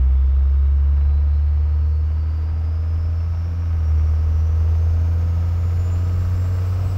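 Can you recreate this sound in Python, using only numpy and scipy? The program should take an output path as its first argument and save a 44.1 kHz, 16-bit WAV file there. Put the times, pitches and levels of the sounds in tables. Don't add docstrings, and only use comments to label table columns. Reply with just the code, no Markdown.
import sys
import numpy as np
from scipy import signal
from scipy.fft import rfft, irfft, next_fast_len
from scipy.io import wavfile
from scipy.ndimage import map_coordinates

SR = 44100
rng = np.random.default_rng(int(sys.argv[2]) if len(sys.argv) > 2 else 0)


def bounce(signal):
    frames = np.transpose(np.atleast_2d(signal))
    limited = np.clip(frames, -1, 1)
    pcm = np.round(limited * 32767).astype(np.int16)
    wavfile.write(sys.argv[1], SR, pcm)


N = 307377
TIME = np.arange(N) / SR
FIRINGS_PER_TURN = 3

# [f/Hz, width/Hz, lift/dB]
PANELS = [(114.7, 13, 11.5), (243, 20, 6.5), (279.7, 14, 6.5), (307.6, 14, 8.5), (348, 6.7, 5.5),
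          (387, 7.3, 2), (431, 9.2, 4.5), (474.3, 24, 8), (505, 12, 5), (574, 6.6, 5), (631.6, 36, 5.5),
          (766, 14, 6.5), (949, 41, 5), (1130, 50, 2.5), (1271, 96, 8), (1570, 40, 4.5), (2160, 150, 4),
          (3110, 25, 3.5)]


def undb(db):
    return 10 ** (np.asarray(db) / 20)


def unit(x):
    return x / np.sqrt(np.mean(x ** 2))


def noise():
    return rng.standard_normal(N)


def walk(rate):
    step = TIME * rate + rng.random()
    values = noise()
    i = step.astype(int)
    ease = .5 - .5 * np.cos(np.pi * (step % 1))
    return unit(values[i] * (1 - ease) + values[i + 1] * ease)


def tone(cycles):
    return np.sqrt(2) * np.sin(2 * np.pi * (cycles + rng.random()))


def resonance_db(hz, resonances):
    return sum(db / (1 + (2 * (hz - centre) / width) ** 2) for centre, width, db in resonances)


def colour(x, spectrum, resonances=()):
    ripple_spacing_hz, ripple_depth_db, ripple_from_hz = 35, 1.9, 1500
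    size = next_fast_len(N + SR // 2)
    hz = np.maximum(np.arange(size // 2 + 1) * SR / size, 1)
    points, levels = np.transpose(spectrum)
    db = np.interp(np.log(hz), np.log(points), levels) + resonance_db(hz, resonances)
    modes = np.arange(ripple_from_hz, SR / 2, ripple_spacing_hz)
    ripple_db = np.interp(hz, modes, ripple_depth_db * rng.standard_normal(len(modes)), left=0)
    return unit(irfft(rfft(x, size) * undb(db + ripple_db), size)[:N])


def gearbox():
    start_hz, rise_hz_per_s = 66.05, 5.22
    shift_at_s, shift_s, shift_drop_hz = 3.54, .44, 9.47
    gear = .5 - .5 * np.cos(np.pi * np.clip((TIME - shift_at_s) / shift_s, 0, 1))
    lag_hz, lag_s = 1.7, .2
    climb = start_hz + rise_hz_per_s * TIME - lag_hz * np.exp(-TIME / lag_s)
    return climb - shift_drop_hz * gear, gear


def under_load(law, boost, gear):
    base_db, boost_db, gear_db = law
    return base_db + boost_db * boost + gear_db * gear


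def boom_level(firing_hz, gear):
    # [f/Hz, level/dB]
    boom_response = [(64, -14), (71, -15), (76, -17), (78.5, -20.5), (82, -19.5), (85, -22), (90, -22.2),
                     (93, -24)]
    lug_db = 3.5
    return np.interp(firing_hz, *np.transpose(boom_response)) + lug_db * gear


def exhaust(firings, firing_hz, boom_db, gear):
    # [f/Hz, width/Hz, lift/dB]
    cab_air = [(128.8, 5.4, 14.5), (142.5, 5.4, 9.5), (153.7, 6, 3.5), (168.8, 4.1, 7), (177.4, 3.9, 6.5)]
    between_db, lug_db = -48.5, 3
    second_db = between_db + resonance_db(2 * firing_hz, cab_air) + lug_db * gear
    boom = unit(np.sin(2 * np.pi * firings)) * undb(boom_db + 0.2 * walk(29))
    return boom + tone(2 * firings) * undb(second_db)


def crank_orders(orders, turns, firing_hz, load_db, follow):
    slip_cycles = 0.045
    grid = np.arange(1024)
    cab_db = resonance_db(grid, PANELS)
    out = 0
    for multiple, db in orders:
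        lift_db = np.interp(multiple * firing_hz / FIRINGS_PER_TURN, grid, cab_db)
        waver_db = 2.6 * walk(4) + 1.2 * walk(13)
        out = out + tone(multiple * turns + slip_cycles * walk(12)) * undb(db + lift_db + waver_db)
    return out * undb(follow * (load_db - load_db.mean()))


def shake(turns, firing_hz, knock_db):
    # [cycles per crank turn, level/dB]
    shake_orders = [(1.5, -44), (2, -41.5), (2.5, -52.5), (3.5, -58), (4, -59), (4.5, -53), (5, -55),
                    (6.5, -62), (7, -63.5), (7.5, -61), (8, -63.5), (9, -57), (9.5, -70.5), (10, -65),
                    (10.5, -68), (12, -63), (13, -71.5)]
    return crank_orders(shake_orders, turns, firing_hz, knock_db, follow=0.46)


def growl(turns, firing_hz, boost, gear):
    # [cycles per crank turn, level/dB]
    growl_orders = [(14, -65.5), (15, -62.5), (16, -64), (16.5, -66), (17, -63.5), (18, -61.5), (19, -65.5),
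                    (19.5, -69), (20, -68), (21, -67.5), (22, -64.5), (23, -67), (27, -69)]
    # [lowest boost/dB, added at full boost/dB, added in higher gear/dB]
    growl_law = (-52.5, 7.5, 2)
    return crank_orders(growl_orders, turns, firing_hz, under_load(growl_law, boost, gear), follow=1)


def repeating(cycles, size, count=3):
    shapes = irfft(np.exp(2j * np.pi * rng.random((count, size // 2 + 1))))
    weights = np.array([walk(2) for _ in shapes])
    position = [cycles % 1 * size]
    played = [map_coordinates(shape, position, order=3, mode="grid-wrap") for shape in shapes]
    blend = np.sum(weights * played, axis=0)
    return unit(blend / np.sqrt(.1 + np.sum(weights ** 2, axis=0)))


def knock(firings, turns, knock_db):
    # [f/Hz, level per Hz/dB]
    firewall = [(90, -7.5), (130, 2), (200, 0.5), (260, 0), (350, -3.5), (480, -6), (700, -4), (830, -8),
                (1000, -7.5), (1500, -11.5), (2200, -17), (2800, -17.5), (3500, -26), (5000, -25.5),
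                (8000, -51), (16000, -74.5)]
    pattern = repeating(turns / 2, size=1024) + repeating(turns, size=512)
    mid_band = signal.butter(2, [680, 4000], "bandpass", fs=SR, output="sos")
    pattern = signal.sosfilt(mid_band, pattern)
    scatter_db = 1.9
    strength = undb(scatter_db * noise()[firings.astype(int)])
    burst = 1 + strength * np.exp(-(firings % 1) / .7)
    loose = noise() * undb(.8 * walk(14))
    clatter = (.75 * pattern + loose) * burst
    return colour(clatter, firewall, PANELS) * undb(knock_db - 1.6)


def turbo(hz, gear):
    # [f/Hz, width/Hz, change/dB]
    duct = [(3540, 160, 4.5), (3850, 90, -9), (4000, 64, 8), (4130, 83, 6), (4700, 260, 5.5),
            (5360, 950, 12), (5810, 150, 5.5), (6230, 130, 7), (6650, 340, -0.5), (7070, 330, 12),
            (7550, 430, 11.5), (7840, 120, 9)]
    between_db, shift_dip_db = -76, -4.5
    whistle_db = between_db + resonance_db(hz, duct) + shift_dip_db * np.sin(np.pi * gear)
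    cycles = np.cumsum(hz + 8 * walk(70)) / SR
    flutter = unit(1 + .5 * walk(32))
    whistle = tone(cycles) * flutter * undb(whistle_db)
    halo = tone(cycles) * walk(300) * undb(-74)
    whoosh = tone(cycles) * walk(1400) * undb(-69)
    follow = 0.4
    return whistle + (halo + whoosh) * undb(follow * (whistle_db - whistle_db.mean()))


def intake(boost, gear):
    # [f/Hz, level per Hz/dB]
    air_spectrum = [(1000, -16), (3000, -2.5), (4500, 8), (5300, 8.5), (6300, 3.5), (7500, -1.5),
                    (8300, -9), (9200, -9.5), (10500, -7), (12000, -0.5), (13700, -7.5), (15500, -10.5)]
    # [f/Hz, width/Hz, lift/dB]
    pipe = [(5206, 60, 4), (5313, 50, 3.5), (5799, 40, 3.5)]
    # [lowest boost/dB, added at full boost/dB, added in higher gear/dB]
    hiss_law = (-78.5, 18.3, 2)
    hiss_db = under_load(hiss_law, boost, gear)
    air = colour(noise(), air_spectrum, pipe) * undb(.5 * walk(40))
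    low = signal.sosfiltfilt(signal.butter(2, 7000, fs=SR, output="sos"), air)
    brighten = 0.42
    boost_db = hiss_db - hiss_db.mean()
    rush = (low * undb(-brighten * boost_db) + air - low) * undb(hiss_db + 7)
    top_band = signal.butter(2, [14600, 16500], "bandpass", fs=SR, output="sos")
    sizzle = unit(signal.sosfilt(top_band, noise()))
    sizzle_db = hiss_db.max() - 3 + 1.5 * (hiss_db - hiss_db.max())
    return rush + sizzle * undb(sizzle_db)


def road():
    # [f/Hz, level per Hz/dB]
    rumble = [(10, -19.5), (22, -12.5), (32, 3.5), (45, 4), (58, 1.5), (80, -5), (120, -6), (160, -11),
              (200, -23), (400, -27.5), (1000, -50.5), (4000, -92)]
    # [t/s, length/s, swell/dB]
    rough = [(1.1, 0.2, 8), (3.054, 0.71, 3.5), (3.85, .15, 0), (6.93, 0.39, 5)]
    start_db, growth_db_per_s = -45, 2
    patches_db = sum(db * np.exp(-(2 * (TIME - s) / length) ** 2) for s, length, db in rough)
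    bumps_db = 1.2 * walk(9)
    return colour(noise(), rumble) * undb(start_db + growth_db_per_s * TIME + patches_db + bumps_db)


def scene():
    # [t/s, whistle f/Hz]
    turbo_speed = [(0.0, 3340), (0.5, 3690), (2.0, 4450), (3.0, 5190), (3.6, 5565), (4.15, 5665),
                   (4.5, 5870), (5.7, 6920), (6.5, 7550), (6.97, 7870)]
    # [lowest boost/dB, added at full boost/dB, added in higher gear/dB]
    knock_law = (-47, 6.3, 0.87)
    firing_hz, gear = gearbox()
    turbo_hz = np.interp(TIME, *np.transpose(turbo_speed))
    boost = (turbo_hz - turbo_hz.min()) / np.ptp(turbo_hz)
    firings = np.cumsum(firing_hz) / SR
    turns = firings / FIRINGS_PER_TURN
    boom_db = boom_level(firing_hz, gear)
    knock_db = under_load(knock_law, boost, gear)
    boom_share = .45
    strain = undb(boom_share * (boom_db - boom_db.mean()))
    vibration = shake(turns, firing_hz, knock_db) + growl(turns, firing_hz, boost, gear)
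    engine = exhaust(firings, firing_hz, boom_db, gear) + strain * vibration
    engine = engine + knock(firings, turns, knock_db)
    return (engine + turbo(turbo_hz, gear) + intake(boost, gear) + road())[None]


def record(dry):
    top_hz = 15720
    return signal.sosfilt(signal.ellip(14, .1, 80, top_hz, fs=SR, output="sos"), dry)


dry = scene()
out = record(dry)
bounce(out)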